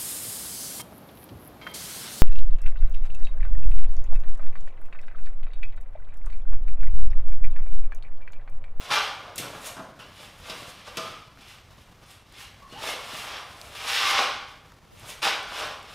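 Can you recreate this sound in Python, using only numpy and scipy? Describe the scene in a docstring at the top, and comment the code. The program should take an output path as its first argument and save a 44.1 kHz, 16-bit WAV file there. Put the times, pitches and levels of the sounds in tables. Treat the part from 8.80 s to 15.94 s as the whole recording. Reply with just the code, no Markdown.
"""In a bare, echoing workshop a rigid foam board is laid on another, slid into place and rubbed by hand.
Grit between the faces slips in tiny jerks: random impulses that ring the resonances of the light panels.
Edges knock and push out trapped air, slips lock into short squeaks, and foam cells snap close by.
Dense echoes follow the board; a mains hum lies on quiet room noise. The two channels are almost the same."""
import sys
import numpy as np
from scipy import signal
from scipy.fft import rfft, irfft
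from scipy.io import wavfile

SR = 44100
rng = np.random.default_rng(int(sys.argv[2]) if len(sys.argv) > 2 else 0)


def how_loud(loudness_db):
    """Turn decibels into a plain amplitude multiplier (0 dB gives 1, 20 dB gives 10)."""
    steps = np.asarray(loudness_db, float) / 20
    return 10 ** steps


def bounce(signal):
    """Save signal as a 16-bit WAV file at the path given by the first command-line argument."""
    frames = np.transpose(np.atleast_2d(signal))
    limited = np.clip(frames, -1, 1)
    pcm = np.round(limited * 32767).astype(np.int16)
    wavfile.write(sys.argv[1], SR, pcm)


N = 314874  # length in samples

# edges and palms landing: time_s, force_db, sharpness_db, edge_nearness_db, air_thump_db
KNOCKS = [(0.103, -45, -6, 6, -37.5), (0.557, -58.5, 18, 4, -52), (0.579, -50.5, 14, -17, -40),
          (0.597, -49, 1, -1, -33.5), (0.749, -41.5, -9, 30, -39.5), (0.966, -30, -17, 6, -43),
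          (0.992, -43, -8, 4, -36.5), (1.189, -75, -7, -13, -49), (1.4, -44, -11, 3.5, -48),
          (1.696, -39.5, 5.5, -2.5, -40), (1.819, -53, -14, -11, -40.5), (2.064, -38, -21, -0.5, -64),
          (2.17, -31, 5.5, -1.5, -34), (3.923, -57, 6.5, -8, -40.5), (4.331, -57, 6, -1, -39),
          (5.379, -17.5, -29, 6.5, -49), (5.391, -45, -23, 15, -45), (6.23, -46, -2, 3, -50),
          (6.445, -38, 13, 39, -42)]
# rubs that swell and fade: peak_s, swell_s, strength_db, pressure_db, speed_db
RUBS = [(0.04, 0.9, -44.5, 3, 6.5), (0.155, 0.16, -33.5, 2.5, 10.5), (0.24, 0.26, -37.5, -12, -7),
        (0.47, 0.19, -50.5, 13.5, -2), (0.641, 0.23, -46, 9, 0), (0.75, 0.35, -49.5, 3.5, 12),
        (0.87, 0.13, -38.5, -0.5, 17.5), (1.424, 0.34, -47.5, -6, 5), (1.6, 0.22, -62.5, -20, 9),
        (1.701, 0.22, -41.5, 0, 6), (1.8, 0.27, -44, 0.5, 9), (1.896, 0.11, -44.5, -1.5, 10),
        (2.0, 0.22, -50, -6, -3), (2.08, .1, -43.5, -13, -3), (2.24, 0.38, -42.5, 0, 3.5),
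        (2.62, 0.12, -50.5, -4, 1), (2.71, 0.22, -47.5, -7, 2), (2.94, 0.084, -58, -2, -7),
        (3.02, .15, -57, -3, 6), (3.24, .15, -61, 3.5, -4), (3.315, 0.2, -51.5, -2.5, 10),
        (3.614, 0.2, -43, -6.5, 3), (3.93, 0.14, -52, 1, 12), (4.035, 0.063, -34.5, 2.5, 4),
        (4.086, 0.21, -32.5, 2, 9), (4.22, 0.16, -48, 4.5, -8), (4.39, 0.61, -37.5, -1.5, 6),
        (4.54, 0.23, -39, 4.5, -5.5), (4.71, 0.17, -56, -2, 7), (4.86, 0.48, -50.5, 3.5, 15),
        (5.045, 0.27, -38, -3, 3.5), (5.2, .35, -26, -7, -6), (5.29, 0.28, -24, -4, -2),
        (5.39, .3, -24, -2.5, -9), (5.7, .2, -51, -2, 1), (6.201, 0.18, -50.5, -6, 5),
        (6.302, 0.13, -39.5, -3.5, 12), (6.798, 0.33, -34, 3, 3.5), (6.9, 0.22, -45, 0, -18),
        (7.13, 0.32, -46, -2.5, 2)]
# scrapes that grip at once: start_s, held_s, strength_db, pressure_db, speed_db
SCRAPES = [(0.101, 0.045, -21.5, 1, -15), (0.577, 0.024, -37.5, -10.5, 7), (0.968, 0.093, -62, 14.5, 4),
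           (1.187, 0.018, -46, 4, 5.5), (4.944, 0.027, -42.5, -0.5, 6), (5.063, 0.098, -26.5, -6, -2),
           (6.415, 0.061, -23.5, 0.5, -2.5)]


def rms_one(x):
    """Normalisation: divides a signal by its root mean square."""
    return x / np.sqrt(np.mean(x ** 2) + 1e-20)


def drift(rate_hz):
    """Low-passed noise: two equal poles turn white noise into a slow random course of rms 1."""
    step = 40  # samples between points of the course
    r = np.exp(-2 * np.pi * rate_hz * step / SR)
    white = rng.standard_normal(N // step + 2002)
    slow = signal.lfilter([1], [1, -2 * r, r * r], white)[2000:]
    return np.interp(np.arange(N) / step, np.arange(len(slow)), rms_one(slow))


def coloured(spectrum):
    """Spectral shaping: white noise weighted in frequency by (Hz, dB) points, rms 1."""
    hz = np.arange(1, N // 2 + 2) * SR / N
    at_hz, db = np.transpose(spectrum)
    weight = how_loud(np.interp(np.log(hz), np.log(at_hz), db))
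    return rms_one(irfft(rfft(rng.standard_normal(N)) * weight, N))


def resonate(x, modes, low_hz, high_hz):
    """Modal superposition: parallel resonances in a band; white input of rms 1 comes out at rms 1."""
    both = np.array([x + 1e-18, np.arange(N) == 0])  # the signal, and an impulse to find the gain
    band = signal.butter(2, [low_hz, high_hz], "band", fs=SR, output="sos")
    both = signal.sosfilt(band, both)
    out = 0
    for k, (hz, width_hz, db) in enumerate(modes):
        r = np.exp(-np.pi * width_hz / SR)
        poles = [1, -2 * r * np.cos(2 * np.pi * hz / SR), r * r]
        zeros = [(1 - r * r) / 2, 0, (r * r - 1) / 2]
        out = out + (-1) ** k * how_loud(db) * signal.lfilter(zeros, poles, both)
    sounded, response = out
    return sounded / np.sqrt(np.sum(response ** 2))


def background():
    """Stationary noise and a tone: room noise that wavers a little, and a hum at twice the mains rate."""
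    # room noise spectrum: frequency_hz, relative_density_db
    air_spectrum = [(12, -36), (20, -2), (101, 0.5), (148, -4), (324, -12), (958, -13.5), (1130, -13),
                    (1450, -17), (3640, -22), (5690, -25.5), (8400, -32), (11100, -33), (15500, -37)]
    hum_hz = 100.5
    phase = 2 * np.pi * hum_hz * np.arange(N) / SR + 0.21 * drift(2.3)
    hum = how_loud(-64.5 + 3.3 * drift(0.62)) * np.sin(phase)
    air = how_loud(-54 + 2.1 * drift(32)) * coloured(air_spectrum)
    return air + hum


def slide_shapes():
    """Friction envelopes: each stroke's course in dB relative to its strength, one row a stroke."""
    t = np.arange(0, N + 64, 64) / SR

    # a rub is a rounded peak; its fall lasts 0.92 of its swell
    peak, swell = np.transpose(RUBS)[:2, :, None]
    away = np.where(t < peak, peak - t, (t - peak) / 0.92) / swell
    rounding = 0.086  # as a share of the swell
    rubs_db = -36 * (np.hypot(away, rounding) - rounding)

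    # a scrape bites, holds, then slips away at 174 dB a second
    start, held = np.transpose(SCRAPES)[:2, :, None]
    grip_s = 0.0046 + 0.12 * held
    bite = np.clip((t - start) / grip_s, 1e-4, 1)
    scrapes_db = 20 * np.log10(bite) - 174 * np.maximum(t - start - held, 0)
    return t, np.vstack([rubs_db, scrapes_db])


def slides():
    """Friction excitation: pressure wakes the panel, speed raises the dust; one gain a resonance set."""
    # answers of boom, ring, rasp and hiss: level_db, pressure_share, speed_share, shape_steepness
    slide_law = [(-10, 1.3, 0.33, 1.07), (-3.5, 0.75, -.1, 0.93), (0.05, 0.0058, 0.018, 1.02),
                 (-13, -0.42, 0.8, 1.22)]
    t, shape_db = slide_shapes()
    strength, pressure, speed = np.transpose(RUBS + SCRAPES)[2:, :, None]
    gains = []
    for db, pressed, sped, steep in slide_law:
        stroke_db = db + strength + pressed * pressure + sped * speed + steep * shape_db
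        gain = np.sqrt(np.sum(how_loud(stroke_db) ** 2, axis=0))  # strokes add in power
        gains.append(np.interp(np.arange(N) / SR, t, gain))
    return gains


def grit(per_s, spread_db, judder_db):
    """Stick-slip: random slips of uneven size that clump as the faces stick and let go, rms 1."""
    sizes = how_loud(spread_db * np.minimum(rng.exponential(1, N), 5)) * rng.choice([-1, 1], N)
    slips = sizes * (rng.random(N) < per_s / SR)
    judder = drift(33) + 0.09 * drift(2.1)
    return rms_one(slips * how_loud(judder_db * judder))


def blows(levels_db):
    """Impulsive excitation: one click at each knock time."""
    train = np.zeros(N)
    train[[round(row[0] * SR) for row in KNOCKS]] = how_loud(levels_db)
    return train


def contact_force(levels_db, rise_s, fall_s):
    """Contact mechanics: each blow becomes a force that builds up and dies away exponentially."""
    rise, fall = np.exp(-1 / (np.array([rise_s, fall_s]) * SR))
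    return signal.lfilter([1 - rise], np.convolve([1, -rise], [1, -fall]), blows(levels_db))


def air_cushion(levels_db):
    """Volume displacement: air trapped under the board is pushed out in one soft pulse a knock."""
    # thump resonances: frequency_hz, width_hz, level_db
    thump_modes = [(106, 40, -8.5), (146, 33, -3), (184, 41, -3), (325, 360, -5.5)]
    escape_s = 0.0026
    pulse = 4.83 * np.hanning(round(escape_s * SR)) / np.sqrt(escape_s * SR)
    return resonate(np.convolve(blows(levels_db), pulse)[:N], thump_modes, 43, 430)


def board():
    """Source and resonator: sliding and the crunch of knocks feed slips into four sets of resonances."""
    # panel and dust resonances, low to high: frequency_hz, width_hz, level_db
    boom_modes = [(299, 650, -9.5), (417.5, 63, -3), (658, 114, -4.5)]
    ring_modes = [(785, 90, -3), (1064.4, 166, -2.5), (1147, 152, 1), (1520, 870, -8.5)]
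    rasp_modes = [(1750, 255, 1), (1970, 1710, -1.5), (2693, 627, 2), (3524, 740, -2), (4130, 1276, -3),
                  (5110, 1034, -7)]
    hiss_modes = [(6580, 1800, -0.5), (9940, 2200, 2.5), (13100, 11000, -6.5)]
    # answers of boom, ring, rasp and hiss to a knock: level_db, sharpness_share, edge_nearness_share
    knock_law = [(-0.3, 0.045, -0.81), (-1.1, 0.045, 0.18), (1.4, 0.93, -0.26), (-20, 2.56, -0.4)]

    force_db, sharpness, edge, thump_db = np.transpose(KNOCKS)[1:]
    crunch_db = [db + force_db + keen * sharpness + near * edge for db, keen, near in knock_law]
    coarse = grit(4000, 5.33, 0.54)
    # modes, low_hz, high_hz, knock rise_s and fall_s, knock hardness 0-1, slips
    voices = [(boom_modes, 280, 800, .004, .016, .1, coarse),
              (ring_modes, 700, 1550, .003, .014, .1, coarse),
              (rasp_modes, 1450, 8000, .0006, .010, .9, grit(8000, 2.6, 0.98)),
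              (hiss_modes, 5000, 17000, .0003, .008, .4, grit(15000, 3.1, 1.34))]
    out = air_cushion(thump_db)
    for voice, slide, crunch in zip(voices, slides(), crunch_db):
        modes, low_hz, high_hz, rise_s, fall_s, hard, slips = voice
        rubbing = slide * slips
        force = contact_force(crunch, rise_s, fall_s)
        # a knock is a harder contact than a rub: sharper slips, same strength at mid band
        middle_hz = np.sqrt(low_hz * high_hz)
        at_middle = abs(1 - hard * np.exp(-2j * np.pi * middle_hz / SR))
        sharp = signal.lfilter([1, -hard], [at_middle], slips)
        out = out + resonate(rubbing + force * sharp, modes, low_hz, high_hz)
    return out


def squeaks():
    """Phase-locked stick-slip: slips lock to one rate, a short tone that wavers in pitch and flickers."""
    # skin and foam squeaking: start_s, length_s, start_hz, end_hz, level_db
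    squeak_rows = [(0.082, 0.028, 1075, 1150, -30.5), (1.195, 0.027, 2970, 2960, -46.5),
                   (1.363, 0.037, 2980, 2920, -44.5), (1.394, 0.02, 587, 547, -44),
                   (2.172, 0.11, 1204, 1237, -39), (2.19, 0.24, 1310, 1271, -45.5),
                   (3.802, 0.088, 1143, 1050, -49), (3.902, 0.1, 2930, 2990, -48),
                   (3.885, 0.078, 4350, 4360, -54), (3.928, 0.16, 768, 1030, -42.5),
                   (5.2, 0.12, 1180, 1196, -26)]
    out = np.zeros(N)
    waver = 1 + .025 * drift(70)
    flicker = how_loud(4 * drift(50))
    for s, length_s, hz, end_hz, db in squeak_rows:
        i, n = round(s * SR), round(length_s * SR)
        pitch_hz = np.linspace(hz, end_hz, n) * waver[i:i + n]
        phase = 2 * np.pi * np.cumsum(pitch_hz) / SR
        out[i:i + n] += how_loud(db) * signal.windows.tukey(n, .6) * np.sin(phase)
    return out * flicker


def workshop(x, count=6):
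    """Diffuse reverberation: dense echoes build up fast and decay by band; one more for the stereo difference."""
    # reverberation time: frequency_hz, t60_s
    room_t60 = [(120, 0.84), (500, 0.71), (1500, 0.71), (4000, 0.59), (10000, 0.5), (15000, 0.41)]
    t = np.arange(SR) / SR
    edges_hz = 40 * 2 ** np.arange(0, 9.1, .5)
    at_hz, t60 = np.transpose(room_t60)
    white = rng.standard_normal((count + 1, SR))
    tail = 0
    for low, high in zip(edges_hz, edges_hz[1:]):
        sos = signal.butter(2, [low, min(high, .45 * SR)], "band", fs=SR, output="sos")
        decay_s = np.interp(np.log(low * high) / 2, np.log(at_hz), t60)
        tail = tail + signal.sosfilt(sos, white) * how_loud(-60 * t / decay_s) / np.sqrt(decay_s)
    build_up_s = 0.0027
    tail = tail * np.sqrt(1 - np.exp(-t / build_up_s))
    tail = tail / np.sqrt(np.sum(tail ** 2, axis=1, keepdims=True))
    wall_dull = 0.47  # walls and air keep back the treble
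    tail = signal.lfilter([1 - wall_dull], [1, -wall_dull], tail)

    # the contact wanders over the board, so the echo pattern fades from one place to the next
    wander_s = .1
    place = (np.arange(N) / SR / wander_s - np.arange(count)[:, None]) % count - 1
    share = np.cos(np.pi / 2 * np.clip(place, -1, 1))
    echoes = signal.fftconvolve(np.vstack([share * x, x]), tail, axes=1)[:, :N]
    return echoes[:-1].sum(axis=0), echoes[-1]


def snaps():
    """Damped oscillation: a click rings two or three cycles, too near to wake the room."""
    # dry snaps of foam cells near the microphone: time_s, level_db, ring_hz
    snap_rows = [(2.5742, -38, 1410), (3.525, -36.5, 9000), (4.815, -22, 4420), (5.921, -38, 1215),
                 (6.198, -31.5, 10500), (6.631, -29, 8800), (7.029, -36, 8000)]
    out = np.zeros(N)
    t = np.arange(200) / SR
    for s, db, hz in snap_rows:
        burst = np.cos(2 * np.pi * hz * t) * np.exp(-t * hz / 1.2)
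        i = round(s * SR)
        out[i:i + 200] += how_loud(db) * (burst - burst.mean())
    return out


def scene():
    """Mid-side superposition: sources in the middle; a faint, dull stereo difference, its level varied at random."""
    # steady noise of the stereo difference: frequency_hz, relative_density_db
    side_spectrum = [(20, 2), (300, -5.5), (800, -10), (2000, -30), (6000, -26), (15500, -12.5)]
    contact = board() + squeaks()
    echoes, wide = workshop(contact)
    mid = how_loud(-3) * contact + echoes + snaps() + background()
    wide = signal.lfilter(*signal.butter(1, 1440, fs=SR), wide)  # dull: low-pass at 1440 Hz
    wide = how_loud(-30.5 + 9.5 * drift(10.8)) * wide
    side_noise = how_loud(-74 + 7.4 * drift(4.8)) * coloured(side_spectrum)
    side = wide + side_noise
    return np.array([mid + side, mid - side])


def top_cut(x):
    """Nothing passes above the cut-off."""
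    return signal.sosfilt(signal.butter(12, 16510, fs=SR, output="sos"), x)


def record(dry):
    """Band limiting: a steep low-pass, 50 dB down from 16400 Hz, finishes the mix."""
    steep_cut = signal.cheby2(10, 50, 16400, fs=SR, output="sos")
    finished = signal.sosfilt(steep_cut, dry)
    return top_cut(finished)


dry = scene()
out = record(dry)
bounce(out)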